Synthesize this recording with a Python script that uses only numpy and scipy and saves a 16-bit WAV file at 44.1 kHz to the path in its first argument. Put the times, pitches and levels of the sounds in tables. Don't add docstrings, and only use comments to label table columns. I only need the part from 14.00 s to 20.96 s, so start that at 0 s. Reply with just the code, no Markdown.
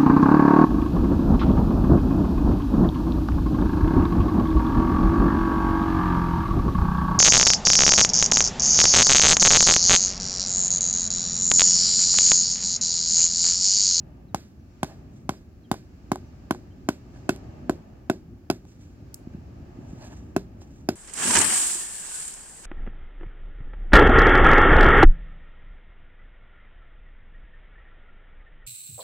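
import sys
import numpy as np
from scipy import signal
from scipy.fft import rfft, irfft, next_fast_len
from scipy.io import wavfile

SR = 44100
rng = np.random.default_rng(int(sys.argv[2]) if len(sys.argv) > 2 else 0)


def wav_record(signal):
    frames = np.transpose(np.atleast_2d(signal))
    bounded = np.clip(frames, -1, 1)
    quanta = np.round(bounded * 32767).astype(np.int16)
    wavfile.write(sys.argv[1], SR, quanta)


N = 306737
BLOW_SIZE = SR // 4
AGE_S = np.arange(BLOW_SIZE) / SR

# (time [s], force [dB], sand's grip on the shaft [0-1], hook clack [dB], crack [dB])
BLOWS = [(0.346, -2.5, 0.19, -42, -37), (0.8315, -1.5, 0.31, -39, -37), (1.293, -2, 0.28, -36, -38.5),
         (1.715, 0.1, 0.2, -36.5, -36), (2.1179, 0.5, 0.27, -42, -39), (2.5093, 0, 0.41, -33, -38.5),
         (2.8883, 0.4, 0.5, -32.5, -35.5), (3.2925, 0.5, 0.68, -27.5, -33.5),
         (3.6962, 0.7, 0.66, -43, -40.5), (4.099, 1.3, 0.74, -32, -37.5), (4.501, 0.5, 1, -30.5, -36),
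         (6.3644, 0.35, 0.77, -35.5, -39.5), (6.8889, 0, 0.93, -33, -35.5)]
# (frequency [Hz], density [dB per Hz])
CRACK_SPECTRUM = [(2500, -4.5), (3800, -1.5), (5000, -0.5), (6200, 1), (7500, -0.5), (9000, -10),
                  (10700, -4.5), (13000, -11.5), (16000, -11.5)]


def from_db(db):
    return 10 ** (np.asarray(db) / 20)


def rms_one(x):
    return x / np.sqrt(np.mean(x ** 2) + 1e-20)


def at_level(x, db):
    return from_db(db) * x / np.sqrt(np.sum(x ** 2) / (0.02 * SR) + 1e-20)


def add(track, time_s, sound):
    i = max(0, round(time_s * SR))
    track[i:i + len(sound)] += sound[:N - i]


def delayed(x, delay_s):
    size = next_fast_len(len(x) + SR // 10)
    phase = np.exp(-2j * np.pi * np.fft.rfftfreq(size, 1 / SR) * delay_s)
    return irfft(rfft(x, size) * phase, size)[:len(x)]


def cut(x, hz, kind, order=2):
    sos = signal.butter(order, min(hz, SR / 2 - 1), kind, fs=SR, output="sos")
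    return signal.sosfilt(sos, x)


def colour(x, spectrum):
    size = 4096
    hz, db = np.transpose(spectrum)
    grid_hz = np.maximum(np.fft.rfftfreq(size, 1 / SR), 1)
    gain = from_db(np.interp(np.log(grid_hz), np.log(hz), db))
    cepstrum = irfft(np.log(gain))
    cepstrum[1:size // 2] *= 2
    cepstrum[size // 2 + 1:] = 0
    response = irfft(np.exp(rfft(cepstrum)))
    return signal.fftconvolve(x, response)[:len(x)]


def drift(rate_hz):
    step = 40
    pole = np.exp(-2 * np.pi * rate_hz * step / SR)
    noise = rng.standard_normal(N // step + 2002)
    slow = signal.lfilter([1], [1, -2 * pole, pole * pole], noise)[2000:]
    return np.interp(np.arange(N) / step, np.arange(len(slow)), rms_one(slow))


def dying(t60_s):
    return np.exp(-np.log(1000) * AGE_S / t60_s)


def swell(peak_s, rise_s, fall):
    t = np.arange(N) / SR - peak_s
    width_s = np.where(t < 0, rise_s, rise_s * fall)
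    return 1 / (1 + (t / width_s) ** 2 / 2) ** 1.5


def between(loose, packed, share):
    return loose + share * (packed - loose)


def grains(size, spread_db):
    size_db = spread_db * np.clip(rng.standard_normal(size), -2, 2)
    return rms_one(rng.standard_normal(size) * from_db(size_db))


def wide_noise(spectrum, side_db):
    mid, side = [rms_one(colour(rng.standard_normal(N), spectrum)) for _ in range(2)]
    return mid + from_db(side_db) * side * [[1], [-1]]


def ring(modes, scatter_db):
    out = np.zeros(BLOW_SIZE)
    for hz, t60_s, db in modes:
        gain = from_db(db + scatter_db * rng.normal())
        out += gain * dying(t60_s) * np.sin(2 * np.pi * hz * AGE_S)
    return out


def hammering():
    # (frequency [Hz], t60 [s], loose-sand relative level [dB], firm-sand relative level [dB])
    peg_modes = [(394.7, 0.11, -46, -9), (680, 0.016, -22, 6.5), (798, 0.017, 18, -48),
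                 (1017, 0.021, -3, -17), (1290, 0.017, -34, -8), (1459, 0.024, -19.5, -21)]
    # (frequency [Hz], t60 [s], loose [dB], firm [dB])
    hook_modes = [(1465, 0.02, 5, 5.5), (2103, 0.016, 7.5, -18), (2610, 0.025, -12, 1),
                  (3200, 0.012, 4, -.5), (4960, 0.024, -31, 4)]
    # (time [s], ring level [dB], crack level [dB])
    rebounds = [(.845, -54, -51), (1.338, -56, -74), (1.742, -40.5, -55), (2.158, -37, -50),
                (2.548, -45, -62), (3.362, -56, -56), (4.511, -37, -42.5), (4.652, -62, -69),
                (6.618, -55.5, -71.5)]
    # (time [s], pitch [Hz], level [dB])
    bumps = [(5.271, 228, -37), (5.346, 177, -34), (5.787, 244, -39), (5.93, 226, -37.5)]
    # (frequency [Hz], density [dB per Hz])
    grit_spectrum = [(300, -6), (700, -2), (1300, -3), (2000, 2.5), (3000, -3.5), (5000, 1), (7500, -1.5),
                     (10000, -18.5), (13000, -10), (16000, -14)]
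    packing_blows, packing_curve = 3.3, 1.23

    out, grit = np.zeros(N), np.zeros(N)
    for blows_so_far, (time_s, force_db, grip, clack_db, crack_db) in enumerate(BLOWS):
        packed = 1 - np.exp(-(blows_so_far / packing_blows) ** packing_curve)
        thud_hz = between(120, 275, packed)
        thud_db = force_db + between(-26.5, -21.5, packed)
        ring_db = force_db + between(-23, -24.5, packed)
        grit_db = crack_db + between(-5, -2.5, packed)
        grit_t60_s = between(0.39, 0.22, packed)
        add(out, time_s - 0.0005, at_level(gripped_ring(peg_modes, grip), ring_db))
        add(out, time_s, at_level(thud(thud_hz, swell_s=0.0013), thud_db))
        add(out, time_s, at_level(ground(), thud_db - 19.5))
        add(out, time_s, at_level(gripped_ring(hook_modes, grip), clack_db))
        add(out, time_s, at_level(crack(), crack_db))
        add(out, time_s, at_level(shudder(), thud_db - 10))
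        trickle = dying(grit_t60_s) * (1 - dying(0.008))
        add(grit, time_s, from_db(grit_db) * grains(BLOW_SIZE, spread_db=3) * trickle)
    for time_s, ring_db, crack_db in rebounds:
        add(out, time_s, at_level(gripped_ring(peg_modes, 0.28), ring_db))
        add(out, time_s, at_level(crack(), crack_db))
    for time_s, hz, db in bumps:
        add(out, time_s, at_level(thud(hz, swell_s=0.0018), db))
    tent_echo = from_db(-20) * delayed(cut(out, 510, "high"), delay_s=0.0142)
    return cut(out, 83, "high") + tent_echo + colour(grit, grit_spectrum)


def thud(hz, swell_s):
    return cut(-AGE_S * np.exp(-AGE_S / swell_s) * np.sin(2 * np.pi * hz * AGE_S), 54, "high")


def gripped_ring(modes, firmness):
    gripped = [(hz, t60_s, between(loose_db, firm_db, firmness)) for hz, t60_s, loose_db, firm_db in modes]
    return ring(gripped, scatter_db=1.5)


def ground(hz=150, swell_s=0.0043):
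    return cut(-AGE_S * np.exp(-AGE_S / swell_s) * np.cos(2 * np.pi * hz * AGE_S), 36, "high")


def crack(snap_t60_s=0.0054, scrape_t60_s=0.0085, scrape_db=-14):
    envelope = dying(snap_t60_s) + from_db(scrape_db) * dying(scrape_t60_s)
    return colour(grains(BLOW_SIZE, spread_db=8) * envelope, CRACK_SPECTRUM)


def shudder(low_hz=170, high_hz=450, t60_s=0.2):
    shake = cut(rng.standard_normal(BLOW_SIZE), low_hz, "high")
    shake = cut(shake, high_hz, "low", order=4)
    return shake * dying(t60_s) * (1 - dying(0.03))


def sand_scatter(t60_s=0.035, below_crack_db=4):
    out = np.zeros((2, N))
    for time_s, *_, crack_db in BLOWS:
        for ear in out:
            spray = colour(grains(BLOW_SIZE, spread_db=7) * dying(t60_s), CRACK_SPECTRUM)
            add(ear, time_s + 0.0005, at_level(spray, crack_db - below_crack_db))
    return out


def scuffs():
    # (time [s], length [s], level [dB])
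    scuff_times = [(0.842, 0.13, -54), (3.126, 0.078, -59.5), (5.309, .07, -61.5), (5.97, 0.14, -51.5),
                   (6.081, .08, -53.5)]
    # (frequency [Hz], t60 [s], relative level [dB])
    scuff_modes = [(745, 0.0056, 9.5), (1190, 0.0025, -16), (1690, 0.01, -2.5), (2550, 0.0061, -5),
                   (4320, 0.0035, -4)]
    out = np.zeros(N)
    for time_s, length_s, db in scuff_times:
        size = int(length_s * SR)
        slips = grains(size, spread_db=16.5) * np.hanning(size)
        body = signal.fftconvolve(slips, ring(scuff_modes, scatter_db=2))
        add(out, time_s, from_db(db) * body / np.sqrt(np.sum(body ** 2) / size))
    return out


def rustle():
    # (peak time [s], rise [s], level [dB])
    rubs = [(1.17, 0.028, -64.5), (3.18, 0.036, -68), (4.7, 0.029, -64), (4.85, 0.032, -61.5),
            (5.88, 0.05, -64.5), (6.04, 0.037, -59.5), (6.13, 0.059, -58), (6.622, .01, -57),
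            (6.755, 0.052, -63.5)]
    # (frequency [Hz], density [dB per Hz])
    cloth_spectrum = [(300, 3), (750, -14), (1650, 3.5), (2400, 4.5), (4500, 1.5), (6000, 10.5), (7600, 8),
                      (9500, -12), (12000, -9), (16000, -18)]
    movement = sum(from_db(db) * swell(peak_s, rise_s, fall=1.23) for peak_s, rise_s, db in rubs)
    clumps = from_db(2.3 * drift(35))
    return movement * clumps * rms_one(colour(grains(N, spread_db=6), cloth_spectrum))


def from_the_right(x):
    # (frequency [Hz], left minus right [dB])
    lean = [(100, 1), (1000, -0.5), (2000, -3.5), (3500, -8), (5500, -3.5), (8000, -1.5), (12500, -2.5)]
    left = delayed(colour(x, [(hz, db / 2) for hz, db in lean]), delay_s=0.000096)
    right = colour(x, [(hz, -db / 2) for hz, db in lean])
    return np.array([left, right])


def tick():
    # (time [s], level [dB])
    tick_times = [(5.143, -39.5)]
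    # (frequency [Hz], density [dB per Hz])
    tick_spectrum = [(1500, -38), (3500, -18), (5200, -5.5), (7570, 3.5), (8600, -4), (11500, -2.5),
                     (15500, -10)]
    out = np.zeros((2, N))
    contact = rng.standard_normal(BLOW_SIZE) * dying(0.0066)
    spray_envelope = from_db(-7.5) * dying(0.014) + from_db(-33) * dying(0.25)
    for time_s, db in tick_times:
        for ear, lag_s in zip(out, (0, 0.00038)):
            spray = rng.standard_normal(BLOW_SIZE) * spray_envelope
            add(ear, time_s + lag_s, at_level(colour(contact + spray, tick_spectrum), db))
    return out


def sea():
    # (crest time [s], rise [s], wash level [dB], foam level [dB])
    waves = [(.08, 0.18, -60.5, -90), (1.0, 0.17, -60.5, -70), (2.4, 0.4, -60.5, -69),
             (3.48, 0.31, -54, -67), (5.3, 0.3, -60.5, -71), (5.92, 0.35, -55.5, -71.5),
             (6.58, 0.26, -63, -91)]
    # (frequency [Hz], density [dB per Hz])
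    rumble_spectrum = [(22, -7), (32, 0.5), (45, 3.5), (65, 3.5), (110, 1.5), (180, -4), (260, -3),
                       (370, -11), (480, -11.5), (700, -37)]
    wash_spectrum = [(330, -8.5), (480, 5.5), (650, -0.5), (830, -3), (1020, -12.5), (1200, -9),
                     (1420, -23), (1800, -12), (2120, -19), (2800, -17), (3600, -28.5)]
    foam_spectrum = [(2600, 6), (3400, -1), (4600, 3.5), (6000, 1.5), (7600, -1.5), (8600, -21),
                     (10000, -19), (12000, -28), (15500, -24)]
    fall = 1.38
    foam_lead_s, foam_spread = 0.17, 1.15
    boom_db = 14
    breeze_db, calm_wash_db, calm_foam_db = -47, -67, -75

    surf_power, foam_power = np.zeros(N), np.zeros(N)
    for crest_s, rise_s, wash_db, foam_db in waves:
        surf_power += (from_db(wash_db) * swell(crest_s, rise_s, fall)) ** 2
        foam_power += (from_db(foam_db) * swell(crest_s - foam_lead_s, rise_s * foam_spread, fall)) ** 2
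    surf, foam = np.sqrt(surf_power), np.sqrt(foam_power)
    gusts = from_db(1.1 * drift(6))
    rumble_level = np.hypot(from_db(breeze_db), from_db(boom_db) * surf) * gusts
    rumble = rumble_level * wide_noise(rumble_spectrum, side_db=-15)
    wash = np.hypot(from_db(calm_wash_db), surf) * wide_noise(wash_spectrum, side_db=0)
    hiss = np.hypot(from_db(calm_foam_db), foam) * wide_noise(foam_spectrum, side_db=0.5)
    return cut(rumble, 1200, "low") + cut(wash, 3540, "low") + hiss


def birds():
    # (time [s], start pitch [Hz], end pitch [Hz], level [dB])
    chirps = [(.272, 4500, 3540, -69), (.585, 5880, 5800, -73), (0.695, 5500, 5760, -75),
              (1.356, 4780, 5200, -65), (1.62, 4450, 3660, -69), (1.635, 3380, 3020, -62),
              (2.251, 5900, 5960, -69), (2.698, 3050, 3200, -67)]
    chirp_s = 0.041
    out = np.zeros(N)
    for time_s, start_hz, end_hz, db in chirps:
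        hz = np.geomspace(start_hz, end_hz, int(chirp_s * SR))
        hz = hz * (1 + 0.016 * drift(150)[:len(hz)])
        whistle = np.hanning(len(hz)) * np.sin(2 * np.pi * np.cumsum(hz) / SR)
        add(out, time_s, from_db(db) * whistle)
    return out


def scene():
    near = hammering() + scuffs() + rustle()
    return from_the_right(near) + sand_scatter() + tick() + sea() + birds()


def record(dry):
    # (frequency [Hz], gain [dB])
    response = [(20, -24.5), (60, 0.5), (300, -0.5), (370, 1.5), (430, -8), (490, -9.5), (600, 0),
                (820, -0.5), (900, 0.5), (1050, -1), (1200, 1.5), (1600, 3.5), (1850, -3), (2200, -1)]
    # (frequency [Hz], density [dB per Hz])
    self_noise = [(3000, -3.5), (7500, -9.5), (9500, -3.5), (12000, 2), (15500, 1)]
    self_noise_db, cutoff_hz = -80.5, 16100
    coloured = np.array([colour(channel, response) for channel in dry])
    noisy = coloured + from_db(self_noise_db) * wide_noise(self_noise, side_db=0.5)
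    return signal.sosfilt(signal.ellip(10, 0.1, 80, cutoff_hz, fs=SR, output="sos"), noisy)


dry = scene()
out = record(dry)
wav_record(out)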